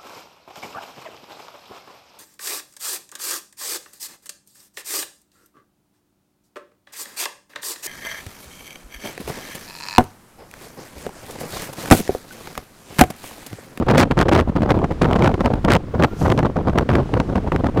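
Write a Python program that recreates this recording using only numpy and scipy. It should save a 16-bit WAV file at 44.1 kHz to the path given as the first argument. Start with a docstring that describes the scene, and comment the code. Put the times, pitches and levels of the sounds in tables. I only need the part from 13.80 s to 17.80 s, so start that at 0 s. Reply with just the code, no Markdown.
"""Wind on a microphone, village road.

A small microphone is held out of a moving vehicle. Each buffet sweeps eddies right over its port;
the strong ones pin the capsule against its limits, so it crackles and briefly blocks.
Engine and road rumble lie below the wind, and farther off a high hiss slips past at the roadside."""
import sys
import numpy as np
from scipy import signal
from scipy.fft import rfft, irfft
from scipy.io import wavfile
from scipy.ndimage import uniform_filter1d, map_coordinates

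SR = 44100
rng = np.random.default_rng(int(sys.argv[2]) if len(sys.argv) > 2 else 0)


def log_audio(samples):
    """Write samples as a 16-bit WAV file to the path given in sys.argv[1]."""
    # one column per channel
    frames = np.atleast_2d(samples).T
    # limit to full scale, then quantise
    limited = np.clip(frames, -1, 1)
    pcm = np.round(limited * 32767).astype(np.int16)
    wavfile.write(sys.argv[1], SR, pcm)


N = 176400

# buffets of wind on the microphone: start t/s, length t/s, force level/dB
WIND_BUFFETS = [(0, 0.031, -2.5), (0.063, 0.027, -4.5), (0.083, 0.041, 5.5), (0.132, .04, 4.5),
                (0.173, .058, 18), (0.236, 0.038, -9), (0.303, 0.021, -1), (0.371, 0.057, 8),
                (0.454, .018, 1), (0.483, 0.0098, 8), (0.514, 0.099, 8), (.674, .024, 2),
                (0.754, 0.026, 3.5), (0.795, 0.013, -2), (.818, 0.011, 7), (0.843, 0.043, -3.5),
                (0.891, .028, 7.5), (0.941, 0.11, -1.5), (1.103, 0.019, -4), (1.214, .018, 9),
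                (1.234, 0.053, 1), (1.293, 0.073, 2.5), (1.383, .035, 3), (1.417, 0.064, 4.5),
                (1.476, 0.043, -0.5), (1.536, .012, 3), (1.576, 0.018, -5.5), (1.601, 0.015, 3.5),
                (1.635, 0.017, -3), (1.652, 0.023, 3), (1.702, .018, -2.5), (1.734, 0.024, 2),
                (1.756, 0.038, -8.5), (1.844, 0.053, 4), (1.896, 0.068, 9.5), (2.137, 0.044, -3),
                (2.191, .038, 2), (2.23, .02, 7.5), (2.413, 0.019, 0), (2.435, 0.087, 3),
                (2.523, 0.047, -4.5), (2.577, 0.029, 2), (2.625, 0.051, -1), (2.681, 0.034, -8),
                (2.758, .02, -4), (2.78, .058, -6), (2.85, .018, -3), (2.872, .012, 4), (2.894, .014, -1),
                (2.93, 0.048, -2.5), (2.976, 0.019, 7), (2.997, .031, -0.5), (3.089, 0.05, 4.5),
                (3.147, .022, 4.5), (3.181, 0.051, -2.5), (3.29, 0.015, -8), (3.334, 0.0094, 4.5),
                (3.347, 0.038, -3), (3.394, 0.014, 1.5), (3.482, 0.066, -7.5), (3.552, 0.015, 3),
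                (3.568, 0.036, -5), (3.638, 0.013, -4.5), (3.665, 0.015, 0), (3.719, 0.037, -1),
                (3.757, 0.011, 1), (3.784, 0.021, -2), (3.837, 0.037, -0.5), (3.875, 0.024, -5.5),
                (3.946, 0.024, -3.5), (3.974, 0.034, 1.5)]
# slaps, tight fast vortices that hit the port squarely: start t/s, level/dB relative to SLAP_DB
VORTEX_SLAPS = [(0.1108, -12.5), (0.1466, -15), (0.2085, -2.5), (0.3104, -21.5), (0.39, -10.5),
                (0.4115, -11.5), (0.491, -11), (0.5158, -13), (0.5329, -12), (0.5501, -14), (0.576, -14.5),
                (0.599, -14.5), (0.8194, -14), (0.905, -14), (0.9883, -19.5), (1.2187, -11),
                (1.2436, -20.5), (1.3302, -17), (1.3921, -20), (1.4217, -14), (1.442, -14), (1.4586, -14),
                (1.5406, -16.5), (1.6056, -22), (1.6579, -16.5), (1.737, -22), (1.8469, -15.5),
                (1.9185, -10.5), (1.934, -3), (1.951, -10), (1.9644, -12), (2.2238, -11), (2.4999, -15.5),
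                (2.576, -20.5), (2.589, -19), (2.6567, -21.5), (2.9841, -11.5), (3.0895, -18),
                (3.1292, -21), (3.1527, -19), (3.3375, -18), (3.3995, -18.5), (3.498, -25.5),
                (3.5556, -18.5), (3.7192, -26), (3.7607, -19), (3.8426, -25.5), (3.8676, -20)]
# eddy pressure at the port, at unit speed: f/Hz, relative level/dB
EDDY_SPECTRUM = [(12, -13), (30, 2), (70, 3.5), (140, -3.5), (300, -11.5), (600, -17), (1100, -26),
                 (2000, -47.5), (4000, -52.5), (12000, -100)]
# engine and road as they reach the capsule: f/Hz, relative level/dB
RUMBLE_SPECTRUM = [(15, 4.5), (30, -1.5), (55, -12), (120, -20), (290, -32.5), (600, -62), (1100, -43.5),
                   (2600, -62), (8000, -82)]
# tyre hiss: f/Hz, relative level/dB
TYRE_SPECTRUM = [(600, 3), (1500, 2.5), (2800, -2), (4500, -6), (7000, -11), (11000, -19), (13000, -31),
                 (16000, -35)]
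# tyre hiss at the microphone along the drive: t/s, level/dB
TYRE_LEVELS = [(0, -52), (.3, -53.5), (.7, -56), (1.15, -50), (1.4, -48), (1.6, -51), (1.8, -51.5),
               (2.05, -54), (2.35, -49), (2.7, -54), (3.1, -51.5), (3.3, -48), (3.45, -49.5), (4, -52.5)]
# hiss at the roadside: f/Hz, relative level/dB
HISS_SPECTRUM = [(1500, -13), (3000, -3), (4200, -5), (6000, 1.5), (8000, -6), (11500, -9), (14000, -12),
                 (16000, -29)]

WIND_DB, LULL_DB = -8, -15  # pressure at force 0 dB; force between buffets
ATTACK_S, RELEASE_S = .0027, .006
SLAP_S, SLAP_DB, SLAP_SPEEDUP = .0045, 20, 1.4
SPEED_LAW, TOP_SPEED = .33, 4.6  # eddy speed grows as force ** SPEED_LAW and levels off at TOP_SPEED
FLUTTER_DB, SPEED_SCATTER_DB = 2.5, 2
CAPSULE_LIMIT, CAPSULE_SNAP, BASS_CUT_HZ, TOP_HZ = .52, .013, 195, 15750


def wind(t):
    """Eddies right at the port: buffets make them stronger and faster, slaps whip a few past at once."""
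    force, whip = np.full(N, undb(LULL_DB)), np.zeros(N)
    for start, length, db in WIND_BUFFETS:
        attack = np.interp(t, [start - ATTACK_S / 2, start + ATTACK_S / 2], [0, 1])
        release = np.exp(-np.maximum(t - start - length, 0) / RELEASE_S)
        force = np.maximum(force, undb(db) * attack * release)
    force *= undb(FLUTTER_DB * wander(rate_hz=150))
    for start, db in VORTEX_SLAPS:
        slap = np.interp(t, start + SLAP_S * np.array([0, .15, .6, 1]), [0, 1, 1, 0])
        force = np.hypot(force, undb(SLAP_DB + db) * slap)
        whip = np.maximum(whip, slap)
    scatter = undb(SPEED_SCATTER_DB * wander(rate_hz=300))  # patches of finer and coarser eddies
    speed = force ** SPEED_LAW * (1 + SLAP_SPEEDUP * whip) * scatter
    travel = np.cumsum(saturate(speed, TOP_SPEED, knee=2))
    # a frozen pattern of eddies slides over the port: the faster, the brighter
    eddies = map_coordinates(noise(EDDY_SPECTRUM, size=2 * N), [travel], order=3, mode="wrap")
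    local_rms = np.sqrt(uniform_filter1d(eddies ** 2, int(.0164 * SR)))
    return undb(WIND_DB) * force * eddies / local_rms


def vehicle(t):
    """Close by, under the wind: wavering engine and road rumble with a light hiss of tyres."""
    rumble = noise(RUMBLE_SPECTRUM) * undb(-15.5 + wander(rate_hz=22))
    tyres = noise(TYRE_SPECTRUM) * undb(np.interp(t, *np.transpose(TYRE_LEVELS)))
    return rumble + tyres


def roadside(t):
    """Farther off, a thin shrill band (perhaps an insect in the hedge), a squeak and a hiss slip past."""
    pass_s, width_s = 2.277, .1
    doppler_hz = 14300 * (1 - .033 * np.tanh((t - pass_s) / width_s))  # sinks as it passes
    shrill = undb(-65) * swell(t, pass_s, width_s, width_s) * narrow_band(doppler_hz, width_hz=912)
    squeak = undb(-49) * swell(t, 2.32, rise_s=.046, fall_s=.046) * narrow_band(1380, width_hz=23.7)
    hiss = undb(-41.5) * swell(t, 2.42, rise_s=.024, fall_s=.052) * noise(HISS_SPECTRUM)
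    return shrill + squeak + hiss


def undb(db):
    """Decibels to gain."""
    return 10 ** (np.asarray(db) / 20)


def noise(spectrum, size=N):
    """Unit-level noise shaped by (f/Hz, level/dB) points, rolling off below the first."""
    hz, db = np.array(spectrum, float).T
    f = np.maximum(np.fft.rfftfreq(size, 1 / SR), 1)
    gain = undb(np.interp(np.log(f), np.log(hz), db)) * np.minimum(f / hz[0], 1)
    x = irfft(rfft(rng.standard_normal(size)) * gain, size)
    return x / x.std()


def wander(rate_hz):
    """Smooth random drift with unit spread."""
    span = max(int(SR / rate_hz), 1)
    x = uniform_filter1d(uniform_filter1d(rng.standard_normal(N), span), span)
    return x / x.std()


def narrow_band(hz, width_hz):
    """A narrow band of noise around a centre that may move."""
    phase = 2 * np.pi * np.cumsum(hz * np.ones(N)) / SR
    return wander(2 * width_hz) * np.cos(phase) + wander(2 * width_hz) * np.sin(phase)


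def swell(t, peak_s, rise_s, fall_s):
    """Rise and fall of something that goes by the microphone."""
    return 1 / np.cosh((t - peak_s) / np.where(t < peak_s, rise_s, fall_s))


def saturate(x, limit, knee):
    """Linear for small signals, flat at the limit; a higher knee is harder."""
    return x / (1 + np.abs(x / limit) ** knee) ** (1 / knee)


def scene():
    """Air pressure at the microphone, outside the vehicle, in mono."""
    t = np.arange(N) / SR
    return (wind(t) + vehicle(t) + roadside(t))[None]


def record(dry):
    """The capsule snaps against its limits, the bass cut drains it and the preamp flattens the peaks."""
    pinned = np.where(np.abs(dry) < CAPSULE_LIMIT, dry, np.sign(dry) * (CAPSULE_LIMIT + CAPSULE_SNAP))
    bass_cut = signal.butter(1, BASS_CUT_HZ, "high", fs=SR)
    sagging = signal.lfilter(*bass_cut, pinned)  # each pinned stretch sags to silence
    flattened = saturate(sagging, limit=.54, knee=6)
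    top_cut = signal.ellip(8, .2, 70, TOP_HZ, fs=SR, output="sos")
    return signal.sosfilt(top_cut, flattened)


dry = scene()
out = record(dry)
log_audio(out)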